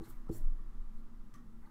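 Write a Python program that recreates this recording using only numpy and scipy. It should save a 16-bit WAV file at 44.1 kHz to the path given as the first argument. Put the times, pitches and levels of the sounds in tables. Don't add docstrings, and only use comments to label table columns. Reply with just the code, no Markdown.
import sys
import numpy as np
from scipy import signal
from scipy.fft import rfft, irfft, next_fast_len
from scipy.io import wavfile
from scipy.ndimage import uniform_filter1d

SR = 44100
rng = np.random.default_rng(int(sys.argv[2]) if len(sys.argv) > 2 else 0)


def transcribe(signal):
    frames = np.atleast_2d(signal).T
    limited = np.clip(frames, -1, 1)
    pcm = np.round(limited * 32767).astype(np.int16)
    wavfile.write(sys.argv[1], SR, pcm)


def convert_level_to_amplitude(level_db):
    exponent = np.asarray(level_db, float) / 20
    return 10 ** exponent


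N = 74970
TIME_S = np.arange(N) / SR


def rms_one(x):
    return x / np.sqrt(np.mean(x ** 2) + 1e-20)


def in_time(rows):
    s, *columns = np.transpose(rows)
    return [np.interp(TIME_S, s, column) for column in columns]


def coloured(x, points):
    hz, db = np.transpose(points)
    f = np.arange(N // 2 + 1) * SR / N + 0.0013
    gain = convert_level_to_amplitude(np.interp(np.log(f), np.log(hz), db, -120, db[-1]))
    return rms_one(irfft(rfft(x) * gain, N))


def drift(rate_hz):
    r = np.exp(-2 * np.pi * rate_hz / SR)
    noise = rng.standard_normal(N + SR)
    return rms_one(signal.lfilter([1], [1, -2 * r, r * r], noise)[SR:])


def ring(x, hz, t60):
    r, w = convert_level_to_amplitude(-60 / (t60 * SR)), 2 * np.pi * hz / SR
    return signal.lfilter([0, np.sin(w)], [1, -2 * r * np.cos(w), r * r], x + 1e-18)


def resonance(hz, width_hz):
    t60, run_in = np.log(1000) / np.pi / width_hz, SR // 4
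    rung = ring(rng.standard_normal(N + run_in), hz, t60)
    z = signal.hilbert(rung, next_fast_len(N + run_in))
    even = z.real / np.abs(z) ** 0.9
    start = run_in - 999
    return rms_one(ring(even, hz, t60 / 2)[start:start + N])


def bump(s, length_s):
    return np.exp(-0.5 * ((TIME_S - s) / length_s) ** 2)


def rubbed_modes(rows, width):
    return sum(convert_level_to_amplitude(db) * bump(s, length) * resonance(hz, hz * width) for s, hz, db, length in rows)


def grains():
    size = convert_level_to_amplitude(1.2 * rng.exponential(1, N)) * rng.standard_normal(N)
    return size * (rng.random(N) < 20000 / SR)


# f/Hz, width/Hz, level at mid time/dB, trend/(dB/s)
HUM = [
    (118.1, 17, -70.5, -0.1),
    (218.2, 19, -70.5, 7.5),
    (328.3, 28.3, -75, 1),
    (989.6, 14, -83.5, -7.5),
    (1364.5, 13, -88.5, 2),
    (1930, 440, -87, -3.5),
]


def fan_hum():
    t = TIME_S - N / SR / 2
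    return sum(convert_level_to_amplitude(db + trend_db * t + 1.2 * drift(2.9)) * resonance(hz, width)
               for hz, width, db, trend_db in HUM)


# f/Hz, density/dB
RUMBLE = [(18, -12.5), (30, 1), (70, -10.5), (124, -12.5), (146, -11.5), (231, -6), (279, -14.5),
          (337, -17.5), (600, -26.5), (780, -55), (1320, -120)]


def fan_rumble():
    return convert_level_to_amplitude(-62 + 1.2 * drift(7.6)) * coloured(rng.standard_normal(N), RUMBLE)


# f/Hz, density/dB
AIR = [(350, -23), (600, -8.5), (880, -3), (942, -3.5), (1220, 1), (1440, -6.5), (2200, -16),
       (12600, -25.5), (15700, -23.5)]


def fan_air():
    level_db = -72 - 2.5 * (TIME_S - N / SR / 2) + 0.22 * drift(9)
    return convert_level_to_amplitude(level_db) * coloured(rng.standard_normal(N), AIR)


# t/s, f/Hz, level/dB
BLADE = [(0, 241, -73), (.1, 241.4, -62.5), (.22, 235, -70.5), (.4, 246.7, -67.5), (.6, 248.4, -65.5),
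         (.75, 238.4, -74.5), (.95, 230, -64.5), (1.17, 225.2, -62), (1.3, 234.7, -68.5),
         (1.5, 231.5, -60.5), (1.7, 236.8, -69.5)]


def fan_blade():
    hz, db = in_time(BLADE)
    level = np.sqrt(2) * convert_level_to_amplitude(db + 1.9 * drift(4.6))
    waver_hz = 6.7 * drift(20.6)
    return level * np.sin(2 * np.pi * np.cumsum(hz + waver_hz) / SR)


# t/s, level/dB, f/Hz
SWAY = [(0, -45.5, 25), (.066, -73, 16.1), (.122, -42.5, 20.07), (.29, -41.5, 20.3), (.354, -54.5, 17),
        (.4, -32, 14.1), (.45, -23.5, 19.4), (.535, -30, 19.9), (.586, -40.5, 20.3), (.686, -38, 22),
        (.72, -52.5, 29.5), (.8, -34.5, 22.6), (.876, -42.5, 20.37), (1.03, -39, 14.8), (1.09, -55, 19.5),
        (1.17, -42, 21), (1.3, -54, 21.5), (1.7, -51, 22.4)]


def desk_sway():
    db, hz = uniform_filter1d(in_time(SWAY), size=int(0.04 * SR), axis=1)
    rocking = np.sqrt(2) * convert_level_to_amplitude(db) * np.sin(2 * np.pi * np.cumsum(hz) / SR + 1.16)
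    slow_db = -45.5 + 0.35 * (db - db.mean())
    return rocking + convert_level_to_amplitude(slow_db) * resonance(8.3, 4.6)


def board_release():
    return -convert_level_to_amplitude(-40.5) * np.exp(-TIME_S / 0.005)


# t/s, level/dB, damping stretch/1
KNOCKS = [
    (.0005, -45.5, 0.99),
    (.07, -58.5, 0.97),
    (.291, -37, 0.95),
    (.346, -58, 0.57),
    (0.363, -58.5, 0.65),
    (0.402, -61, .5),
]
# f/Hz, level/dB, time of peak/s
DESK = [(55, 0, 0.018), (114.5, -11, 0.06), (154, 2.5, 0.0088), (230, -10.5, 0.016), (269, -5, 0.0086),
        (329.8, 1, 0.022), (411.4, -9.5, 0.018), (467.5, -7, 0.0093), (570, -26, 0.015),
        (800, -14.5, 0.0043), (976, -32, 0.0042)]
SENSE = [-1, -1, 1, -1, 1, -1, -1, 1, 1, -1, 1]


def desk():
    swell_sharpness, mode_spread_db = 3.54, -1
    out = np.zeros(N)
    for s, db, stretch in KNOCKS:
        t = np.maximum(TIME_S - s, 0)
        for (hz, mode_db, peak), sense in zip(DESK, SENSE):
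            x = t / (peak * stretch)
            swell = (x * np.exp(1 - x)) ** swell_sharpness
            level = convert_level_to_amplitude(db + mode_db + mode_spread_db * rng.standard_normal())
            out += sense * level * swell * np.sin(2 * np.pi * hz * t)
    return out


# t/s, f/Hz, level/dB, length/s
NOTES = [(.008, 798, -70, 0.0031), (.028, 1130, -73, 0.013), (.034, 820, -67, 0.0042),
         (.055, 2040, -69.5, 0.0032), (.073, 2130, -71, 0.0032), (.075, 842, -64.5, 0.0068),
         (.074, 1470, -68, 0.0047), (.107, 1210, -62, 0.0015), (.108, 1420, -66, .005),
         (.326, 773, -66.5, 0.0082), (.598, 1146, -70.5, .007), (.59, 1850, -78, 0.0062),
         (1.346, 1873, -70.5, .004), (1.3545, 1147, -60.5, 0.0053), (1.36, 1873, -72, .01),
         (1.378, 1147, -71, 0.0051), (1.4244, 1180, -70, 0.0029), (1.626, 978.5, -72, 0.0033),
         (1.637, 1480, -68, .003), (1.632, 2024, -83, 0.0086), (1.641, 800, -77, 0.0089),
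         (1.656, 840, -66, 0.0074), (1.657, 2010, -70.5, .004), (1.674, 1210, -68.5, .008),
         (1.678, 896, -66, 0.005), (1.675, 1550, -74, 0.0048)]


def sheet_notes():
    return rubbed_modes(NOTES, 0.055)


# f/Hz, density/dB
SWISH = [(1530, -80), (2600, -6), (4320, -3), (4830, -5), (5700, -3), (6180, -4), (7510, -0.5), (15500, 1)]


def swish():
    return coloured(grains(), SWISH)


# (6.5 dB up above 8 kHz and down below, held within 2)
SWEEP_A = [
    (.01, -85, -4),
    (.03, -73, 0),
    (.056, -66, -0.5),
    (.078, -69.5, -0.5),
    (.102, -63, 0.74),
    (.122, -76, -1),
    (.139, -86, -10.5),
    (.16, -100.5, 7),
    (.19, -100, -.8),
]
# (6.5 dB up above 8 kHz and down below, held within 2)
SWEEP_B = [
    (.3, -84, 0.37),
    (.313, -72, -0.38),
    (.33, -64.5, 0.31),
    (.356, -60.5, 0.28),
    (.382, -63, 1.06),
    (.398, -72.5, -0.84),
    (.415, -85, -1.1),
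    (.466, -99, -0.52),
    (.54, -104, 0.1),
]


def hand_sweeps():
    out = np.zeros(N)
    for rows in (SWEEP_A, SWEEP_B):
        db, tilt = in_time(rows)
        lean_db = 6.5 * np.clip(tilt, -2, 2)
        low = signal.sosfilt(signal.butter(2, 8000, fs=SR, output="sos"), swish())
        high = signal.sosfilt(signal.butter(2, 8000, "high", fs=SR, output="sos"), swish())
        touch_down = np.clip((TIME_S - rows[0][0]) / 0.01, 0, 1)
        lift_off = np.clip((rows[-1][0] - TIME_S) / 0.03, 0, 1)
        level = convert_level_to_amplitude(db + 1.0 * drift(80))
        out += touch_down * lift_off * level * (low * convert_level_to_amplitude(-lean_db) + high * convert_level_to_amplitude(lean_db))
    return out


# t/s, f/Hz, level/dB, length/s
SQUEAKS = [(0.043, 4020, -69.5, 0.0048), (0.0945, 12700, -67, 0.01), (0.106, 14600, -71, 0.01),
           (.2935, 3970, -74, 0.0012), (0.332, 4388, -72.5, 0.0065), (.35, 5740, -72, 0.017),
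           (0.35, 7480, -67.5, 0.02), (.353, 10600, -70.5, 0.023), (0.381, 12500, -74, 0.005),
           (0.986, 4100, -89, 0.014), (1.342, 5370, -71, .002), (1.3415, 7700, -74, 0.0022),
           (1.3415, 9500, -77.5, 0.0019), (1.346, 6344, -77, .003), (1.357, 5900, -74, .005),
           (1.359, 9400, -76, 0.0044), (1.384, 6200, -84, .003), (1.662, 4330, -84, 0.0052),
           (1.666, 3826, -84, 0.0045)]


def paper_squeaks():
    return rubbed_modes(SQUEAKS, 0.09)


# t/s, f/Hz, level/dB, length/s
RUSTLES = [(0.056, 1660, -76, .03), (0.177, 1020, -79.5, 0.017), (0.27, 1200, -64.5, 0.0018),
           (0.27, 560, -78, .004), (0.36, 1900, -74.5, 0.025), (0.36, 620, -68.5, 0.051),
           (0.29, 1300, -65.5, 0.01), (1.344, 1640, -74, 0.0049), (1.35, 2090, -74.5, 0.0095),
           (1.7, 1580, -76, .01), (1.365, 3160, -81, 0.012), (.14, 2100, -76.5, 0.018),
           (1.64, 2000, -77, 0.017), (1.39, 1380, -72.5, 0.025), (1.8, 1330, -72, 0.037)]


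def rustles():
    return signal.sosfilt(signal.butter(2, 550, "high", fs=SR, output="sos"), rubbed_modes(RUSTLES, 0.2))


# t/s, ring level/dB, crack level/dB, crack t60/s
TICKS = [
    (.2924, -76, -67, 0.022),
    (1.3402, -62, -63, 0.047),
    (1.352, -86, -78, 0.12),
    (1.381, -73.5, -79, 0.067),
]
# f/Hz, level/dB, t60/s
PENCIL = [
    (1147, -1, 0.15),
    (1873, -2, 0.095),
    (2228, -8, 0.061),
    (1550, -13, 0.04),
    (3240, -14, 0.071),
    (5990, -10, .05),
]
# f/Hz, density/dB
CRACK = [(1350, -34), (2300, 2.5), (3290, 0), (4300, -3.5), (5300, -4), (6500, -2), (7700, -2), (9200, -6),
         (15500, -6.5)]


def pencil():
    out, noise = np.zeros(N), coloured(grains(), CRACK)
    for s, ring_db, crack_db, crack_t60 in TICKS:
        click = convert_level_to_amplitude(ring_db) * (np.arange(N) == int(s * SR))
        for hz, db, t60 in PENCIL:
            out += convert_level_to_amplitude(db + 0.76 * rng.standard_normal()) * ring(click, hz, t60)
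        since = np.maximum(TIME_S - s, 0)
        out += noise * (TIME_S > s) * convert_level_to_amplitude(crack_db - 60 * since / crack_t60)
    return out


# t/s, f/Hz, level/dB, length/s
THUDS = [
    (0.84, 50, -55, 0.033),
    (1.2, 64, -60, 0.051),
    (1.6, 44, -52.5, .025),
    (1.35, 118, -63.5, 0.03),
    (1.48, 122, -58.5, .025),
    (.65, 120, -66, 0.03),
    (1.4, 230, -55.5, 0.0088),
]


def wrist_thuds():
    return sum(convert_level_to_amplitude(db) * bump(s, length) * np.cos(2 * np.pi * hz * (TIME_S - s))
               for s, hz, db, length in THUDS)


# t/s, length/s, level/dB
SLIDES = [
    (0.977, 0.033, -82),
    (1.38, 0.16, -87),
    (1.665, 0.07, -83.5),
]


def wrist_slides():
    return sum(convert_level_to_amplitude(db) * bump(s, length) for s, length, db in SLIDES) * swish()


def room(x):
    t = np.arange(SR // 2) / SR
    tail = rng.standard_normal(len(t)) * convert_level_to_amplitude(-60 * t / 0.28) * (t > 0.004)
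    return convert_level_to_amplitude(-8) * signal.fftconvolve(x, tail / np.sqrt(np.sum(tail ** 2)))[:N]


def scene():
    near = pencil() + hand_sweeps()
    near += paper_squeaks() + sheet_notes() + rustles() + wrist_slides()
    board = desk()
    echo = room(near + convert_level_to_amplitude(-11.5) * board)
    shaken = desk_sway() + board_release() + wrist_thuds()
    fan = fan_hum() + fan_rumble() + fan_air() + fan_blade()
    return (board + near + echo + shaken + fan)[None]


def low_pass(x):
    return signal.sosfilt(signal.butter(12, 15780, fs=SR, output="sos"), x)


def record(dry):
    mix = signal.sosfilt(signal.cheby2(12, 70, 16900, fs=SR, output="sos"), dry)
    return low_pass(mix)


dry = scene()
out = record(dry)
transcribe(out)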